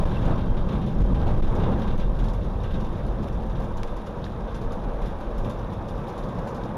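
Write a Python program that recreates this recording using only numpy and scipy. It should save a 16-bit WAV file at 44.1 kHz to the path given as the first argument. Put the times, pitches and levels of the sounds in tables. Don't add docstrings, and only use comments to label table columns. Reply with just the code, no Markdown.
import sys
import numpy as np
from scipy import signal
from scipy.fft import rfft, irfft
from scipy.io import wavfile
from scipy.ndimage import uniform_filter1d

SR = 44100
rng = np.random.default_rng(int(sys.argv[2]) if len(sys.argv) > 2 else 0)


def unload_audio(sound):
    columns = np.transpose(np.atleast_2d(sound))
    steps = np.round(np.clip(columns, -1, 1) * 32767)
    wavfile.write(sys.argv[1], SR, steps.astype(np.int16))


N = 298557
TIME = np.arange(N) / SR

# frequency in Hz, relative density in dB per Hz.
RATTLE_TREBLE = [(4000, -3.5), (6000, -3.5), (9000, -13.5), (11500, -10), (15500, -27)]


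def amp(db):
    return 10 ** (np.asarray(db) / 20)


def evened(x):
    return x / np.sqrt(np.mean(x ** 2) + 1e-20)


def read_spectrum(points, hz):
    point_hz, level_db = np.transpose(points)
    return np.interp(np.log(hz + 1), np.log(point_hz + 1), level_db, left=-100, right=-100)


def ride(axis, surge=None):
    # time in seconds, sway in dB, bogie rumble in dB,
    # floor boom in dB, wheel roar in dB, rain hiss in dB.
    ride_levels = np.array([(0, -27, -25.5, -26.5, -33, -49.5), (.55, -27.5, -30, -29, -36.5, -56.5),
                            (1.0, -26.5, -25.5, -27.5, -37, -56), (1.45, -21.5, -25, -29.5, -37, -52),
                            (1.9, -30, -28, -27.5, -35.5, -56.5), (2.15, -25.5, -30.5, -31.5, -39.5, -56.5),
                            (2.5, -31, -29.5, -33, -38, -56), (3.0, -29.5, -29, -33, -36.5, -56),
                            (3.65, -28, -33, -31.5, -37.5, -56.5), (4.0, -33.5, -43, -38.5, -36.5, -57),
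                            (4.2, -33, -32.5, -34, -36.5, -56.5), (5.0, -28.5, -40, -37, -35.5, -56.5),
                            (5.95, -33, -32.5, -34.5, -35.5, -57), (6.12, -35, -43, -37, -35, -54.5),
                            (6.77, -38, -41, -32.5, -34, -58)])
    # centre in seconds, half length in seconds,
    # rise of the boom in dB, rise of the roar in dB.
    surge_table = [(0.023, 0.026, 3.5, 3), (0.305, 0.053, 4, 7.5), (0.735, 0.11, 2.5, 1.5),
                   (0.994, .05, 5, 2), (1.114, 0.029, 5.5, 1), (1.274, 0.098, 4, 6), (1.599, 0.09, 4.5, 7),
                   (1.747, 0.074, 2, 5.5), (2.24, 0.11, 3, 3.5), (2.775, .05, 5.5, 0.5),
                   (3.046, 0.04, 4.5, -1), (3.21, 0.074, 4, 0), (3.625, 0.031, -0.5, 2.5),
                   (5.466, 0.039, 6, 2), (6.006, 0.033, 2.5, 1), (6.36, 0.095, 5, 1.5)]
    t = TIME[::100]
    rise_db = 0
    if surge is not None:
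        rise_db = sum(row[surge] * np.exp(-((t - row[0]) / row[1]) ** 2) for row in surge_table)
    level_db = np.interp(t, ride_levels[:, 0], ride_levels[:, axis])
    return np.interp(TIME, t, amp(level_db + rise_db))


def noise(spectrum, patchy_db, flicker_db, size):
    frames, hz = N * 4 // size + 5, np.fft.rfftfreq(size, 1 / SR)
    real, imaginary, patches = rng.standard_normal((frames, len(hz), 3)).T
    patches = uniform_filter1d(patches, size=6, axis=0)
    patches = evened(uniform_filter1d(patches, size=8, axis=1))
    flicker = evened(uniform_filter1d(rng.standard_normal(frames), size=3))
    level_db = read_spectrum(spectrum, hz)[:, None] + patchy_db * patches + flicker_db * flicker
    frames_of_sound = (real + 1j * imaginary) * amp(level_db)
    return evened(signal.istft(frames_of_sound, nperseg=size, noverlap=size * 3 // 4)[1][:N])


def whistle(hz, width):
    r = np.exp(-np.pi * width / SR)
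    slow = rng.standard_normal(N) + 1j * rng.standard_normal(N)
    for _ in range(2):
        slow = signal.lfilter([1 - r], [1, -r], slow)
    return evened((slow * np.exp(2j * np.pi * hz * TIME)).real)


def add(mix, s, sound):
    start = max(round(s * SR), 0)
    part = mix[start:][:len(sound)]
    part += sound[:len(part)]


def bumps(table):
    hz = np.fft.rfftfreq(N, 1 / SR)
    return amp(sum(db * np.exp(-((hz - f) / width * 2) ** 2) for f, width, db in table))


def body():
    # frequency in Hz, relative density in dB per Hz.
    sway_spectrum = [(10, -30), (14, -1), (19, -6), (25, -9), (38, 0.5), (46, -0.5), (58, -34)]
    rumble_spectrum = [(36, -62), (46, 10), (60, -2.5), (70, -2), (88, -9), (100, -9), (125, -21)]
    boom_spectrum = [(56, -17.5), (95, -4.5), (119, -0.5), (146, -1.5), (172, -2), (211, -4), (285, -13.5),
                     (324, -14.5), (416, -15), (480, -24), (620, -19.5), (1060, -120)]
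    # highest crest in seconds, height in dB,
    # swing rate in Hz, half length in seconds.
    jolt_table = [(0.045, -20.5, 17, 0.05), (0.175, -22.1, 17, 0.17), (0.197, -18.7, 19.8, 0.17),
                  (0.279, -21.7, 34, 0.12), (0.537, -16.5, 19.1, 0.12), (0.973, -25.1, 20.5, 0.17),
                  (1.011, -23, 42, 0.08), (1.147, -21.0, 17, 0.17), (1.263, -21.0, 38, 0.08),
                  (1.41, -13.3, 18.4, 0.16), (1.662, -19.4, 17.7, 0.08), (1.712, -21.8, 38, 0.12),
                  (1.971, -15.7, 18.4, 0.17), (2.224, -19.3, 38, 0.12), (2.834, -20.7, 19.1, 0.17),
                  (3.8, -22.2, 17.7, 0.17), (4.689, -25.6, 17.7, 0.17), (5.413, -20.2, 28, 0.05)]
    sway = ride(axis=1) * noise(sway_spectrum, patchy_db=-1.1, flicker_db=1.06, size=16384)
    for s, db, hz, half in jolt_table:
        t = TIME[max(round((s - .5) * SR), 0):round((s + .5) * SR)] - s
        swing = amp(db) * np.cos(2 * np.pi * hz * t) * np.exp(-(t / half) ** 2)
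        add(sway, s + t[0], swing)
    rumble = noise(rumble_spectrum, patchy_db=2.5, flicker_db=3.0, size=4096)
    steady = rumble / uniform_filter1d(rumble ** 2, size=4000) ** 0.34
    boom = noise(boom_spectrum, patchy_db=.5, flicker_db=0.8, size=2048)
    return sway + ride(axis=2) * evened(steady) + ride(axis=3, surge=2) * boom


def wheels():
    # frequency in Hz, relative density in dB per Hz.
    roar_spectrum = [(150, -34), (220, -3), (300, -8.5), (400, -6), (500, -2), (600, -4.5), (750, -7.5),
                     (1000, -9), (1250, -15), (1600, -21), (2000, -31.5), (2600, -34.5), (3400, -52),
                     (5700, -100)]
    tone_pitches = [475, 1564, 3077, 3167, 4564, 13355]
    # resonance width in Hz, level at the start in dB, fade in dB per second.
    tone_table = [(40.5, -56, -2.7), (18, -67, -1), (20, -87, -7), (20, -65, -3.5), (25, -73, -8),
                  (5, -92, -1)]
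    tones = sum(amp(db + fade_db * TIME) * whistle(hz, width)
                for hz, (width, db, fade_db) in zip(tone_pitches, tone_table))
    roar = noise(roar_spectrum, patchy_db=1.15, flicker_db=0.73, size=1024)
    return ride(axis=4, surge=3) * roar + tones


def rain():
    # frequency in Hz, relative density in dB per Hz.
    hiss_spectrum = [(1200, 7.5), (2000, -3.5), (2900, -2), (3650, 1), (4300, -9), (5800, -10.5),
                     (7000, -18), (10500, -18.5), (15500, -25.5)]
    drops_per_s, decay_s = 300, 0.00093
    hiss = noise(hiss_spectrum, patchy_db=1.5, flicker_db=1.5, size=256)
    drop_sizes = amp(2.9 * np.minimum(rng.exponential(1, N), 5))
    drops = drop_sizes * (rng.random(N) < drops_per_s / SR)
    decaying = signal.lfilter([1], [1, -np.exp(-1 / (decay_s * SR))], drops)
    patter = decaying * noise(hiss_spectrum, patchy_db=0.0, flicker_db=-7.5, size=256)
    return ride(axis=5) * (hiss + amp(-12.5) * evened(patter))


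def rattles():
    # start in seconds, nominal level in dB (trimmed below),
    # treble in dB against that level (trimmed below).
    shake_table = [(0.0648, -52, -21), (0.1096, -40, -42), (0.1406, -39.5, -36), (0.2144, -42, -26),
                   (0.2503, -39.5, -24), (0.2954, -43, -25), (0.3117, -45, -30), (0.3755, -41, -34),
                   (0.4075, -42, -32), (0.5676, -39, -30), (0.687, -37.5, -27), (0.7208, -39.5, -24),
                   (0.7532, -43, -29), (0.8165, -41, -36), (0.8784, -45.5, -28), (1.004, -48, -21),
                   (1.0164, -51, -12), (1.094, -50, -26), (1.143, -40, -27), (1.2156, -47, -29),
                   (1.2695, -39.5, -23), (1.4202, -42, -39), (1.4696, -47, -37), (1.5514, -44, -18),
                   (1.596, -39, -26), (1.633, -36, -36), (1.717, -40, -27), (1.7724, -47, -26),
                   (1.8158, -37.5, -26), (1.8731, -38.5, -26), (1.9026, -39.5, -29), (1.996, -36, -27),
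                   (2.1869, -42, -25), (2.2404, -42.5, -16), (2.2857, -47, -16), (2.3336, -46.5, -16),
                   (2.4114, -49, -32), (2.6035, -49, -32), (2.634, -38, -28), (2.7044, -42.5, -26),
                   (2.7382, -40.5, -25), (2.8449, -45, -22), (2.9264, -49, -21), (2.9701, -46.5, -22),
                   (3.0644, -49.5, -16), (3.2264, -48, -17), (3.2715, -46, -20), (3.3244, -56, -10),
                   (3.4211, -50, -26), (3.5518, -43, -34), (3.6204, -50, -17), (3.77, -46, -12.5),
                   (3.8354, -48, -15), (3.912, -54, -17), (3.9664, -45, -17.5), (4.0677, -59, -9),
                   (4.2464, -45.5, -16.5), (4.4742, -44, -31), (4.5446, -43.5, -15.5), (4.615, -49, -15),
                   (4.719, -46.5, -14), (5.015, -43.5, -20), (5.057, -43, -18), (5.1053, -52, -22),
                   (5.2026, -47.5, -19), (5.3787, -49.5, -10), (5.4445, -41, -21), (5.496, -45.5, -12),
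                   (5.7239, -45, -19), (5.884, -48, -12), (5.9773, -53, -14), (6.081, -48, -11.5),
                   (6.1779, -49, -11), (6.2367, -56, -10), (6.2856, -48, -17), (6.3834, -48, -16),
                   (6.4702, -45.5, -11), (6.545, -48, -10.5), (6.6363, -53, -12)]
    # frequency in Hz, relative density in dB per Hz.
    low_spectrum = [(1300, 4.5), (2200, 0.5), (2900, 1.5), (3650, 3), (4400, -11), (6000, -15.5),
                    (7500, -52)]
    mode_pitches = [1572, 2780, 3165, 3495, 3705]
    # resonance width in Hz, level in dB against the shake's slowed envelope.
    mode_table = [(35, -4), (60, -13), (50, -24), (90, -11.5), (70, -18)]
    t60_s, faint_per_s = 0.19, 4
    low, treble, t = np.zeros(N), np.zeros(N), TIME[:SR // 2]
    when, size = rng.random((round(faint_per_s * N / SR), 2)).T
    faint = [(s * N / SR, -52 + 9.5 * (2 * z - 1), -20) for s, z in zip(when, size)]
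    for s, db, treble_db in shake_table + faint:
        fall = amp(db - 60 * t / t60_s)
        add(low, s, (amp(-6) * fall * (1 - np.exp(-t / 0.0025))) ** 2)
        add(treble, s, (amp(treble_db + 4.5) * fall * (1 - np.exp(-t / 0.00031))) ** 2)
    ring = sum(amp(db) * whistle(hz, width) for hz, (width, db) in zip(mode_pitches, mode_table))
    lingering = signal.lfilter([.0015], [1, .0015 - 1], low)
    ringing = np.sqrt(abs(lingering)) * ring
    low_rattle = np.sqrt(low) * noise(low_spectrum, patchy_db=1.0, flicker_db=0.5, size=128)
    bright_rattle = np.sqrt(treble) * noise(RATTLE_TREBLE, patchy_db=3.0, flicker_db=-0.5, size=128)
    return low_rattle + ringing + bright_rattle


def ticks():
    # start in seconds,
    # crest of the tone's envelope in dB before the reflection, pitch in Hz, time to the crest in seconds.
    tick_table = [(0.106, -50, 1570, 0.0075), (.167, -42, 2690, 0.003), (.359, -53, 5700, .001),
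                  (1.216, -36, 3400, 0.00023), (1.27, -36, 3400, 0.00017), (1.48, -49, 5000, 0.00016),
                  (1.552, -57, 7100, 0.00085), (2.2857, -36, 3580, .0002), (2.708, -48, 1550, 0.0086),
                  (2.742, -45, 1550, 0.01), (2.602, -48.5, 3680, .002), (2.737, -50, 3680, 0.005),
                  (3.592, -36, 531, 0.011), (3.598, -33, 704, 0.0041), (3.635, -32, 540, 0.0073),
                  (3.8332, -16.5, 1500, 0.000053), (4.2424, -31, 3700, 0.00029),
                  (4.2645, -39.5, 1750, 0.00096), (4.3204, -48, 3640, .0002), (4.5441, -46, 5000, 0.00016),
                  (5.4495, -40, 2420, .0003), (6.1779, -43, 3390, .0002), (6.2362, -41, 3500, .0003),
                  (6.6365, -39, 3600, 0.00032)]
    phase_drift, snap_s = 14, .0015
    tones, snaps, t = np.zeros(N), np.zeros(N), TIME[:SR // 4]
    for s, db, hz, crest in tick_table:
        waver = phase_drift * np.cumsum(rng.standard_normal(len(t))) / np.sqrt(SR)
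        swell = t / crest * np.exp(1 - t / crest)
        add(tones, s, amp(db) * np.sin(2 * np.pi * hz * t + waver) * swell)
        add(snaps, s, amp(db - 31.0) * np.exp(-crest / snap_s - t / snap_s))
    direct = tones + snaps * noise(RATTLE_TREBLE, patchy_db=0, flicker_db=0, size=128)
    return direct - amp(-7) * np.roll(direct, round(0.002 * SR))


def scene():
    # frequency in Hz, bell width in Hz, gain in dB.
    cab_modes = [(58, 12, -2.5), (69, 12, -6), (93, 14, 2), (113, 16, 2), (155, 26, -4), (222, 14, 2),
                 (241, 18, -4), (260, 12, 2), (282, 22, -4), (335, 20, 3), (415, 24, -4), (478, 40, 2),
                 (620, 24, -6), (670, 60, -2), (720, 50, -3), (1420, 120, -3), (3010, 60, -3),
                 (3680, 260, 2)]
    sources = body() + wheels() + rain() + rattles() + ticks()
    return irfft(rfft(sources) * bumps(cab_modes), N)[None]


def record(dry):
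    # frequency in Hz, bell width in Hz, gain in dB.
    housing_notches = [(8000, 650, -18), (12700, 830, -13), (13750, 770, -8)]
    ceiling_db, coupling_s = -15.2, .0107
    self_noise_db, edge_hz = -82.5, 15780
    housed = irfft(rfft(dry) * bumps(housing_notches), N)
    overloaded = np.minimum(housed, amp(ceiling_db))
    leak = np.exp(-1 / (coupling_s * SR))
    coupled = signal.lfilter([1, -1], [1, -leak], overloaded)
    hissing = coupled + amp(self_noise_db) * rng.standard_normal(dry.shape)
    band_limit = signal.firwin(511, edge_hz, window=("kaiser", 9), fs=SR)
    return signal.oaconvolve(hissing, band_limit[None], "same")


dry = scene()
out = record(dry)
unload_audio(out)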